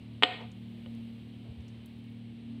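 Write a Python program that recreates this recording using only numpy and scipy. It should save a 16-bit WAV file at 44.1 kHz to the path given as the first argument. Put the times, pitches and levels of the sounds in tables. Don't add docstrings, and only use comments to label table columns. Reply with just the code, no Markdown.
import sys
import numpy as np
from scipy import signal
from scipy.fft import rfft, irfft
from scipy.io import wavfile
from scipy.ndimage import uniform_filter1d, minimum_filter1d

SR = 44100
rng = np.random.default_rng(int(sys.argv[2]) if len(sys.argv) > 2 else 0)


def log_audio(samples):
    frames = np.atleast_2d(samples).T
    limited = np.clip(frames, -1, 1)
    pcm = np.round(limited * 32767).astype(np.int16)
    wavfile.write(sys.argv[1], SR, pcm)


N = 114660
TIME_S = np.arange(N) / SR

# start_s, strength_db, treble_edge_hz
KNOCK_CONTACTS = [(0.2246, -3, 1910), (0.2340, 9, 4140), (0.2381, -6, 3560)]


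def pushes(contacts):
    click = signal.unit_impulse(N)
    return sum(undb(db) * delay(butter(click, edge_hz, "low"), s) for s, db, edge_hz in contacts)


def stove():
    # pitch_hz, level_db, t60_s
    clay_modes = [(295, -25, 0.064), (448, -26.5, 0.063), (515, -35.5, 0.099), (735.6, -36.5, 0.19),
                  (910, -20, 0.014), (1230, -27, 0.03), (1455, -27.5, 0.024), (1846, -21, 0.032),
                  (2130, -25.5, 0.034), (2520, -48, 0.082), (2927, -4.5, 0.011), (3204, -5.5, 0.02),
                  (3574, -20, 0.038), (4220, -17, 0.015), (4940, -35.5, 0.031), (7760, -48, 0.14),
                  (11650, -79.5, 0.2)]
    # frequency_hz, level_db
    crack_spectrum = [(120, -18.5), (300, 10.5), (900, 13.5), (1800, 12.5), (3000, 28), (4100, -8),
                      (5500, -11.5), (8000, -0.5), (11000, -22), (15000, -20.5)]
    modes = sum(undb(db) * fade(t60) * np.cos(2 * np.pi * hz * TIME_S) for hz, db, t60 in clay_modes)
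    attack = 1 - np.exp(-(TIME_S / 0.00037) ** 2)
    ring = undb(0.5) * modes * attack
    body = butter(ring + colour(crack_spectrum), 260, "high", order=4)
    reflections = unit(noise_burst(t60_s=0.064) * rise(0.0047))
    return body + undb(-14.5) * convolve(body, reflections)


def crunch():
    burst = unit(butter(noise_burst(t60_s=0.02), 6400, "high", order=4))
    return undb(-33) * sum(undb(db) * delay(burst, s) for s, db, _ in KNOCK_CONTACTS)


def tap():
    # start_s, strength_db, treble_edge_hz
    tap_contacts = [(0.8608, -36.5, 2750)]
    return pushes(tap_contacts)


def bumps():
    # start_s, level_db, centre_hz, width_octaves, t60_s
    thuds = [(0.401, -17.5, 550, 1.65, 0.094), (0.857, -27.5, 530, .45, 0.065),
             (1.442, -26.5, 464, 1.1, 0.44), (1.48, -12.5, 90, 0.92, 0.15), (1.57, -11.5, 88.5, 0.96, 0.14)]
    out = 0
    for start_s, db, centre_hz, octaves, t60_s in thuds:
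        band_hz = centre_hz * 2 ** (np.array([-0.5, 0.5]) * octaves)
        thud = butter(noise_burst(t60_s) * rise(0.0093), band_hz, "band")
        out += undb(db) * delay(unit(thud), start_s)
    return out


def ticks():
    # start_s, level_db, centre_hz, t60_s
    clicks = [(0.516, -40.5, 5560, .03), (0.951, -48, 9000, 0.0062), (1.6054, -49, 4370, 0.033),
              (1.6801, -40.5, 5230, 0.072), (1.8588, -38, 10900, 0.03)]
    out = 0
    for start_s, db, centre_hz, t60_s in clicks:
        click = butter(noise_burst(t60_s), centre_hz * np.exp([-0.35, 0.35]), "band")
        out += undb(db) * delay(unit(click), start_s)
    return out


def grit():
    start_s, end_s, grains_per_s = 1.87, 2.22, 40
    grazing = (TIME_S > start_s) & (TIME_S < end_s)
    hits = (rng.random(N) < grains_per_s / SR) * grazing * rng.uniform(0.32, 1, N)
    grain = unit(butter(noise_burst(t60_s=0.035), 9500, "high"))
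    return undb(-54) * convolve(hits, grain)


def room(direct):
    # frequency_hz, gain_db
    tail_spectrum = [(150, -6.5), (300, -2), (600, 1.5), (740, 5.5), (900, -4), (1400, -3.5), (2400, -1),
                     (3100, -7.5), (4200, -1.5), (6000, -8.5), (9000, 0.5), (15000, 2)]
    noise = rng.standard_normal(N)
    bass = butter(noise, 800, "low", order=1)
    treble = noise - bass
    tail = unit((bass * fade(t60_s=0.5) + treble * fade(t60_s=0.47)) * rise(0.006))
    return undb(-13) * convolve(direct, convolve(tail, colour(tail_spectrum)))


def motor_hum():
    # time_s, third_rms_db, sixth_rms_db
    swell = [(0, -54, -54), (0.139, -46.5, -49.5), (.35, -54, -52), (.46, -47, -45), (.51, -49.5, -55.5),
             (.61, -48, -47.5), (.82, -53, -47), (.93, -47, -41.5), (1.12, -53.5, -44.5),
             (1.19, -50.5, -50), (1.78, -49, -51.5), (1.82, -54, -51), (2.241, -48.5, -47.5),
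             (2.44, -57, -47), (2.5, -49, -41.5), (2.6, -49, -45)]
    # harmonic_number, rms_db
    weak_harmonics = [(2, -65.5), (4, -64.5), (5, -59), (7, -60.5), (8, -76), (9, -70.5), (10, -74),
                      (12, -76.5)]
    turning_hz, speed_wander, waver_db = 38.37, 0.003, 3.5
    turns = np.cumsum(turning_hz * (1 + speed_wander * drift(4.13))) / SR
    times_s, third_db, sixth_db = np.array(swell).T
    harmonics = [(3, np.interp(TIME_S, times_s, third_db)), (6, np.interp(TIME_S, times_s, sixth_db))]
    harmonics += [(k, db + waver_db * drift(5.74)) for k, db in weak_harmonics]
    return np.sqrt(2) * sum(undb(db) * np.sin(2 * np.pi * (k * turns + rng.random())) for k, db in harmonics)


def air():
    # frequency_hz, relative_db
    air_spectrum = [(25, -11.5), (50, -8.5), (85, 4.5), (150, 0), (280, -4.5), (420, -10), (700, -15.5),
                    (1400, -25.5), (2300, -18), (3100, -16.5), (4100, -21.5), (5200, -35.5), (6700, -43.5),
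                    (8600, -35), (11000, -46.5), (15500, -46.5)]
    # time_s, boost_db
    level_ride = [(0, 2.5), (.55, 1.5), (.9, 3.5), (1.3, 2), (1.8, 2.5), (2.15, 0.9), (2.6, 2)]
    noise = unit(convolve(rng.standard_normal(N), colour(air_spectrum))) * np.sqrt(N)
    boost_db = np.interp(TIME_S, *np.array(level_ride).T)
    return noise * undb(-58 + boost_db)


def whines():
    # centre_hz, width_hz, rms_db
    bands = [(2230, 70, -81), (2790, 90, -79), (3070, 260, -76)]
    waver_db, out = 3, 0
    for hz, width_hz, db in bands:
        level = undb(db + waver_db * drift(20))
        tone = butter(rng.standard_normal(N), [hz - width_hz / 2, hz + width_hz / 2], "band")
        out += level * np.sqrt(N) * unit(tone)
    return out


def rustle():
    peak_s, spread_s = 0.87, 0.76
    swell = np.exp(-((TIME_S - peak_s) / spread_s) ** 2)
    return undb(-80) * swell * butter(rng.standard_normal(N), 7600, "high")


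def undb(db):
    return 10 ** (np.asarray(db) / 20)


def rise(attack_s):
    return 1 - np.exp(-TIME_S / attack_s)


def fade(t60_s):
    return np.exp(-np.log(1000) * TIME_S / t60_s)


def noise_burst(t60_s):
    return rng.standard_normal(N) * fade(t60_s)


def unit(x):
    return x / np.sqrt(np.sum(x ** 2))


def convolve(x, response):
    return signal.fftconvolve(x, response)[:N]


def colour(points):
    hz, db = np.array(points).T
    freqs = np.maximum(np.arange(N // 2 + 1) * SR / N, 1)
    gain = undb(np.interp(np.log(freqs), np.log(hz), db))
    cepstrum = irfft(np.log(gain), N)
    cepstrum[1:N // 2] *= 2
    cepstrum[N // 2 + 1:] = 0
    return irfft(np.exp(rfft(cepstrum)), N)


def butter(x, hz, kind, order=2):
    return signal.sosfilt(signal.butter(order, hz, kind, fs=SR, output="sos"), x + 1e-18)


def delay(x, s):
    return np.concatenate([np.zeros(round(s * SR)), x])[:N]


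def drift(rate_hz):
    hold = int(SR / rate_hz)
    steps = np.repeat(rng.standard_normal(N // hold + 1), hold)
    return uniform_filter1d(uniform_filter1d(steps, hold), hold)[:N] * np.sqrt(2)


def scene():
    clay = convolve(pushes(KNOCK_CONTACTS) + tap(), stove())
    direct = clay + crunch() + ticks() + grit()
    return (direct + room(direct) + bumps() + air() + whines() + rustle() + motor_hum())[None]


def record(dry):
    ceiling_db, recovery_db_per_s, lookahead_s, top_hz = -0.52, 81, 0.002, 15500
    over_db = np.maximum(20 * np.log10(np.abs(dry[0]) + 1e-9) - ceiling_db, 0)
    recovered_db = recovery_db_per_s * TIME_S
    gain_db = recovered_db - np.maximum.accumulate(over_db + recovered_db)
    ahead = int(lookahead_s * SR)
    smooth_gain_db = uniform_filter1d(minimum_filter1d(gain_db, ahead), ahead)
    top_cut = signal.ellip(8, 0.2, 70, top_hz, fs=SR, output="sos")
    return signal.sosfilt(top_cut, dry * undb(smooth_gain_db))


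dry = scene()
out = record(dry)
log_audio(out)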